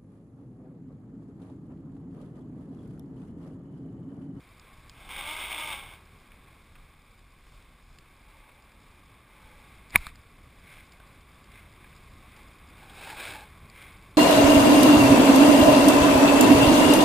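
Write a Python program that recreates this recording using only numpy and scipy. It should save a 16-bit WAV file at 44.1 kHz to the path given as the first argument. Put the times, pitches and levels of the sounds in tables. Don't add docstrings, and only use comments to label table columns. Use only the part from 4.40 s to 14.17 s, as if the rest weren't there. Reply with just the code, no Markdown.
import sys
import numpy as np
from scipy import signal
from scipy.fft import rfft, irfft, next_fast_len
from scipy.io import wavfile
from scipy.ndimage import map_coordinates

SR = 44100
rng = np.random.default_rng(int(sys.argv[2]) if len(sys.argv) > 2 else 0)


def digitize_waveform(pressure):
    field = np.atleast_2d(pressure).T
    bounded = np.clip(field, -1, 1)
    quanta = np.round(bounded * 32767).astype(np.int16)
    wavfile.write(sys.argv[1], SR, quanta)


N = 430857
HOLD_HZ = 12000

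# t/s, level/dB
LONG_DRAG = [(.55, -60.5), (.685, -55.5), (.71, -44), (.79, -40), (.84, -42), (.9, -36.5), (.975, -40),
             (1.028, -36.5), (1.072, -41.5), (1.13, -37.5), (1.32, -37.5), (1.44, -48.5), (1.55, -54.5),
             (1.6, -71)]
SHORT_DRAG = [(8.38, -62.5), (8.53, -59), (8.58, -50), (8.71, -45), (8.755, -50), (8.795, -42.5),
              (8.91, -43), (9.035, -56.5), (9.07, -79)]
# f/Hz, level/dB
LONG_TONE = [(170, -24), (310, -12.5), (560, -13), (860, -4), (1220, -5), (1400, -11), (1600, -6),
             (1830, -21), (2170, 0.5), (2380, -5), (2750, -10.5), (3600, -5.5), (4080, -25), (5600, -22.5)]
SHORT_TONE = [(170, -31), (310, -8), (500, -7.5), (850, -5), (1330, -8.5), (1610, -1.5), (1850, -12),
              (2150, -3), (2520, -1.5), (2850, -11), (3800, -7.5), (4550, -17.5), (4850, -14),
              (5800, -19.5)]
def slide(drag, tone, friction, roar_db, roar_slope, scrape_db, flutter_db):
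    push_db = curves(drag)[0] + 40
    wheels = coloured(friction, tone)
    lows = filtered(wheels, lambda hz: 1 / (1 + (hz / 1800) ** 12))
    roar = amp(roar_db + roar_slope * push_db) * unit(lows)
    scrape = amp(scrape_db + push_db) * unit(wheels - lows)
    return during(drag) * amp(flutter_db * wobble(45)) * (roar + scrape)


# t/s, slip rate/Hz, level/dB re drag
JUDDER = [(.72, 270, -14), (.82, 278, -6), (.91, 310, -7.5), (1.05, 315, -13.5), (1.2, 304, -10),
          (1.27, 311, -5.5), (1.35, 280, -6.5), (1.45, 268, -10)]
# f/Hz, level/dB
JUDDER_TONE = [(200, 0), (320, -10.5), (620, -1), (900, 7.5), (1250, 5), (1650, -11), (1900, -32),
               (2300, -8), (3500, -9), (5000, -21)]
def judder():
    rate_hz, share_db = curves(JUDDER)
    level = during(JUDDER) * amp(curves(LONG_DRAG)[0] + share_db)
    return level * stick_slip(rate_hz, JUDDER_TONE, jitter=.025, rough_db=1.5)


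# t/s, length/s, f/Hz, level/dB
SQUEALS = [(8.42, .22, 830, -57.5), (8.68, 0.051, 862, -45), (8.75, .16, 825, -56.5),
           (8.95, 0.071, 854, -48.5)]
# f/Hz, level/dB
SQUEAL_TONE = [(500, -12), (850, 2), (1650, -7), (2500, -21), (3400, -17), (5000, -19)]
def squeals(attack_s=.0124, release_s=.017, sag_hz_per_s=300):
    level, rate_hz = np.zeros(N), np.full(N, float(SQUEALS[0][2]))
    for s, length_s, hz, db in SQUEALS:
        age_s = clock() - s
        level += amp(db) * held(s, s + length_s, attack_s, release_s)
        sagging_hz = hz - sag_hz_per_s * np.clip(age_s, 0, length_s)
        rate_hz = np.where(age_s > -attack_s, sagging_hz, rate_hz)
    return level * stick_slip(rate_hz, SQUEAL_TONE, jitter=.048, rough_db=5)


# t/s, half length/s, scrape/dB, moan/dB
SCRUBS = [(4.08, 0.22, -65.5, -65.5), (5.084, 0.12, -62.5, -64), (5.4, 0.14, -64, -83),
          (6.335, 0.081, -53, -68), (7.17, 0.047, -55, -75), (7.99, 0.044, -58, -66),
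          (9.427, 0.067, -50.5, -68)]
# f/Hz, level/dB
SCRUB_TONE = [(300, -15), (850, -14.5), (1400, -10), (1600, -3), (1850, -11), (2120, 3.5), (2450, -1.5),
              (2900, -13), (3300, -8), (3900, -12), (4500, -22), (5800, -18)]
MOAN_TONE = [(250, -18), (430, -14), (560, 2.5), (680, -18), (860, 6.5), (1000, -6), (1500, -35)]
def carving():
    scrape, moan = np.zeros(N), np.zeros(N)
    for s, half_s, scrape_db, moan_db in SCRUBS:
        lean = swell(s, half_s)
        scrape += amp(scrape_db) * lean
        moan += amp(moan_db) * lean
    friction = grit(rate_hz=430, life_s=.0018, spread_db=2.5, smooth=.53)
    return scrape * coloured(friction, SCRUB_TONE) + moan * noise(MOAN_TONE)


# t/s, level/dB, t60/s, f/Hz
CLACKS = [(.692, -39, 0.028, 2270), (0.701, -43, .02, 2250), (0.763, -33.5, .02, 2300),
          (1.918, -47.5, 0.026, 2300), (2.354, -51, 0.068, 1400), (4.09, -53, .08, 900),
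          (6.601, -46.5, 0.027, 1050), (7.4426, -52, 0.092, 1620), (7.5278, -52, 0.04, 1700),
          (8.497, -48.5, 0.051, 3300), (8.852, -34, .05, 2910)]
def clacks(width_hz=900):
    out, wheel = np.zeros(N), noise(SHORT_TONE)
    for s, db, t60_s, hz in CLACKS:
        ring = signal.lfilter(*signal.iirpeak(hz, hz / width_hz, SR), wheel)
        out += amp(db) * dying(s, t60_s) * unit(ring)
    return out


# t/s, ring/dB, hardness/(dB/octave), crack/dB, rocking/dB
RAPS = [(5.558, 6, 1.5, -20.5, -32), (5.6675, -34, -5, -32, -43)]
# f/Hz, level/dB, t60/s
CASE_MODES = [(100, -37, 0.03), (198, -27, 0.037), (260, -32, 0.024), (783, -33, 0.0307), (950, -24, 0.032),
              (1120, -16.5, 0.019), (1800, -14, 0.012), (2110, -5, 0.0085), (2280, 0.5, 0.0092),
              (3590, -18, 0.011), (5460, -21, 0.006)]
# f/Hz, level/dB
CRACK_TONE = [(200, -31), (700, 3), (1500, 15), (2300, -11), (3000, -16), (3800, 9), (5800, -26)]
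def raps(attack_s=.0008):
    rings, cracks, t = np.zeros(N), np.zeros(N), np.arange(SR // 10) / SR
    main_hz = max(CASE_MODES, key=lambda mode: mode[1])[0]
    for s, ring_db, hardness, crack_db, _ in RAPS:
        ring = np.zeros(len(t))
        for hz, mode_db, t60_s in CASE_MODES:
            struck_db = mode_db + hardness * np.log2(hz / main_hz)
            ring += amp(struck_db - 60 * t / t60_s) * np.sin(2 * np.pi * hz * t)
        rings[round(s * SR):][:len(t)] += amp(ring_db) * ring * (1 - np.exp(-t / attack_s))
        cracks += amp(crack_db) * dying(s, t60_s=.021)
    return rings + cracks * noise(CRACK_TONE)


# f/Hz, level/dB
SCUFF_TONE = [(100, 1), (330, -2.5), (520, -11), (950, 3.5), (1500, -4.5), (2250, 4), (3000, -13),
              (5800, -24)]
BUZZ_TONE = [(300, -27), (1100, -0.5), (1800, -3), (2300, 10.5), (2900, -10), (3600, -2), (4500, -10),
             (5800, -14)]
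def shake():
    blow_s, rebound_s = RAPS[0][0], RAPS[-1][0]
    scuff = amp(-21) * held(blow_s, blow_s, rise_s=.0065, fall_s=.0031)
    buzz = amp(-48.5) * held(blow_s - .026, rebound_s + .022, rise_s=.013, fall_s=.013)
    return scuff * noise(SCUFF_TONE) + buzz * noise(BUZZ_TONE)


# f/Hz, level/dB
ROCKING_TONE = [(12, -10), (26, 3.5), (48, -4), (70, -3.5), (130, -20), (400, -50), (1000, -62)]
def rocking(rise_s=.0065, t60_s=.28):
    fall_s = t60_s / np.log(1000)
    return noise(ROCKING_TONE) * sum(amp(db) * held(s, s, rise_s, fall_s) for s, *_, db in RAPS)


# t/s, level/dB
TICKS = [(.197, -47), (0.4958, -38), (2.7921, -53), (3.2251, -53), (3.5863, -45), (5.4978, -48),
         (5.5054, -45), (5.5764, -39.5), (5.7564, -44.5), (6.521, -49.5), (7.0418, -50), (7.1181, -51),
         (7.3247, -52), (7.5637, -51), (7.965, -46), (9.2992, -46), (9.4244, -44.5)]
# f/Hz, level/dB
CLICK_TONE = [(600, -36), (1900, -7), (3200, -8), (4400, -9), (5000, -2), (5450, -16)]
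def ticks(ring_hz=4910, ring_t60_s=.016, ring_gain_db=-5, click_gain_db=-3.5):
    rings, clicks, t = np.zeros(N), np.zeros(N), np.arange(SR // 20) / SR
    ring = amp(ring_gain_db - 60 * t / ring_t60_s) * np.sin(2 * np.pi * ring_hz * t)
    for s, db in TICKS:
        rings[round(s * SR):][:len(t)] += amp(db) * ring
        clicks += amp(db + click_gain_db) * dying(s, t60_s=.017)
    return rings + clicks * noise(CLICK_TONE)


# t/s, level/dB
ROAD_LEVEL = [(0, -59), (1.2, -57.5), (2.9, -62), (5.3, -58.5), (6.8, -58.5), (7.8, -56.5), (9.77, -56.5)]
# f/Hz, level/dB
RUMBLE_TONE = [(15, -22), (30, -12), (50, -1), (75, -2), (130, -6), (220, -10.5), (400, -17.5),
               (800, -29.5), (2000, -67)]
TYRE_TONE = [(100, -13), (350, -7.5), (720, -5.5), (970, -4.5), (1110, 3.5), (1350, -6.5), (1620, -4.5),
             (1850, -9), (2150, -0.5), (2420, -1.5), (2900, -13.5), (3600, -7), (4200, -17.5), (5800, -20)]
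def car(pace_db):
    rumble = amp(-57 + 1.37 * pace_db + .9 * wobble(8)) * noise(RUMBLE_TONE)
    tyre_db = -58 + pace_db + .95 * wobble(11)
    friction = grit(rate_hz=810, life_s=.0019, spread_db=1, smooth=.63)
    return rumble + amp(tyre_db) * coloured(friction, TYRE_TONE)


# f/Hz, level/dB
WIND_TONE = [(10, -16), (22, -5.5), (36, -0.5), (55, -9.5), (100, -18.5), (300, -38)]
def wind():
    gust_db = 2.4 * wobble(5.4) + 6.3 * swell(.77, half_s=.2)
    return amp(-59.5 + gust_db) * noise(WIND_TONE)


# f/Hz, level/dB
RATTLE_TONE = [(1500, -22), (3200, -7), (4400, -5), (4950, 4.5), (5450, -8)]
def rattle(pace_db):
    contacts = grit(rate_hz=35, life_s=.002, spread_db=1.5, smooth=0)
    return amp(-77 + 1.1 * pace_db + 1.4 * wobble(2.93)) * coloured(contacts, RATTLE_TONE)


# f/Hz, level/dB
HISS_TONE = [(20, -13), (100, -12), (300, 4), (700, 4), (1200, -9.5), (2500, -2.5), (4200, 5.5),
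             (5500, 1.5)]
def hiss():
    return amp(-82.5) * noise(HISS_TONE)


def grit(rate_hz, life_s, spread_db, smooth):
    catches = (rng.random(N) < rate_hz / SR) * amp(spread_db * rng.standard_normal(N)) ** 2
    power = signal.lfilter([1], [1, -np.exp(-1 / (life_s * SR))], catches)
    return rng.standard_normal(N) * np.sqrt(smooth + (1 - smooth) * power / power.mean())


def stick_slip(rate_hz, tone, jitter, rough_db):
    cycles = np.cumsum(rate_hz * (1 + jitter * wobble(220))) / SR
    slips = np.diff(np.floor(cycles), prepend=0) * amp(rough_db * wobble(150))
    return coloured(slips - slips.mean(), tone)


def amp(db):
    return 10 ** (np.asarray(db) / 20)


def unit(x):
    return x / np.sqrt(np.mean(x ** 2) + 1e-20)


def clock():
    return np.arange(N) / SR


def curves(rows):
    s, *columns = np.transpose(rows)
    return [np.interp(clock(), s, column) for column in columns]


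def during(rows, fade_s=.02):
    start_s, end_s = rows[0][0], rows[-1][0]
    return np.interp(clock(), [start_s - fade_s, start_s, end_s, end_s + fade_s], [0, 1, 1, 0])


def swell(s, half_s):
    return np.exp(-.5 * ((clock() - s) / half_s) ** 2)


def held(start_s, end_s, rise_s, fall_s):
    t = clock()
    return np.exp(np.minimum(t - start_s, 0) / rise_s - np.maximum(t - end_s, 0) / fall_s)


def dying(s, t60_s):
    out = np.zeros(N)
    tail = out[round(s * SR):][:SR // 5]
    tail += amp(-60 * np.arange(len(tail)) / SR / t60_s)
    return out


def wobble(rate_hz):
    knots = rng.standard_normal(int(N * rate_hz / SR) + 4)
    return map_coordinates(knots, [clock() * rate_hz], order=3)


def filtered(x, response):
    size = next_fast_len(N + 8192)
    return irfft(rfft(x, size) * response(np.fft.rfftfreq(size, 1 / SR)), size)[:N]


def coloured(x, tone):
    knots_hz, db = np.transpose(tone)
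    def response(hz):
        return amp(np.interp(np.log(hz + 1), np.log(knots_hz), db)) * (hz < HOLD_HZ / 2)
    return unit(filtered(x, response))


def noise(tone):
    return coloured(rng.standard_normal(N), tone)


def scene():
    long_slide = slide(LONG_DRAG, LONG_TONE, grit(rate_hz=370, life_s=.00061, spread_db=0, smooth=.57),
                       roar_db=-47, roar_slope=.67, scrape_db=-39, flutter_db=.57)
    short_slide = slide(SHORT_DRAG, SHORT_TONE,
                        grit(rate_hz=450, life_s=.00077, spread_db=0, smooth=.52),
                        roar_db=-42.5, roar_slope=.93, scrape_db=-39.5, flutter_db=.4)
    board = long_slide + short_slide + judder() + squeals() + carving() + clacks()
    pace_db = curves(ROAD_LEVEL)[0] + 58
    case = ticks() + rattle(pace_db) + raps() + shake()
    mid = board + case + wind() + car(pace_db) + rocking()
    side = hiss() + amp(-29) * rocking()
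    return np.array([mid + side, mid - side])


def record(dry, ceiling=.93, band_hz=5700, top_hz=15300):
    clipped = dry / (1 + (dry / ceiling) ** 8) ** (1 / 8)
    narrow = [filtered(channel, lambda hz: 1 / np.sqrt(1 + (hz / band_hz) ** 50)) for channel in clipped]
    coarse = signal.resample_poly(narrow, HOLD_HZ, SR, axis=1, window=("kaiser", 4))
    steps = np.repeat(coarse, 4, axis=1)
    fine = signal.resample_poly(steps, SR, 4 * HOLD_HZ, axis=1)[:, :N]
    return np.array([filtered(channel, lambda hz: hz < top_hz) for channel in fine])


dry = scene()
out = record(dry)
digitize_waveform(out)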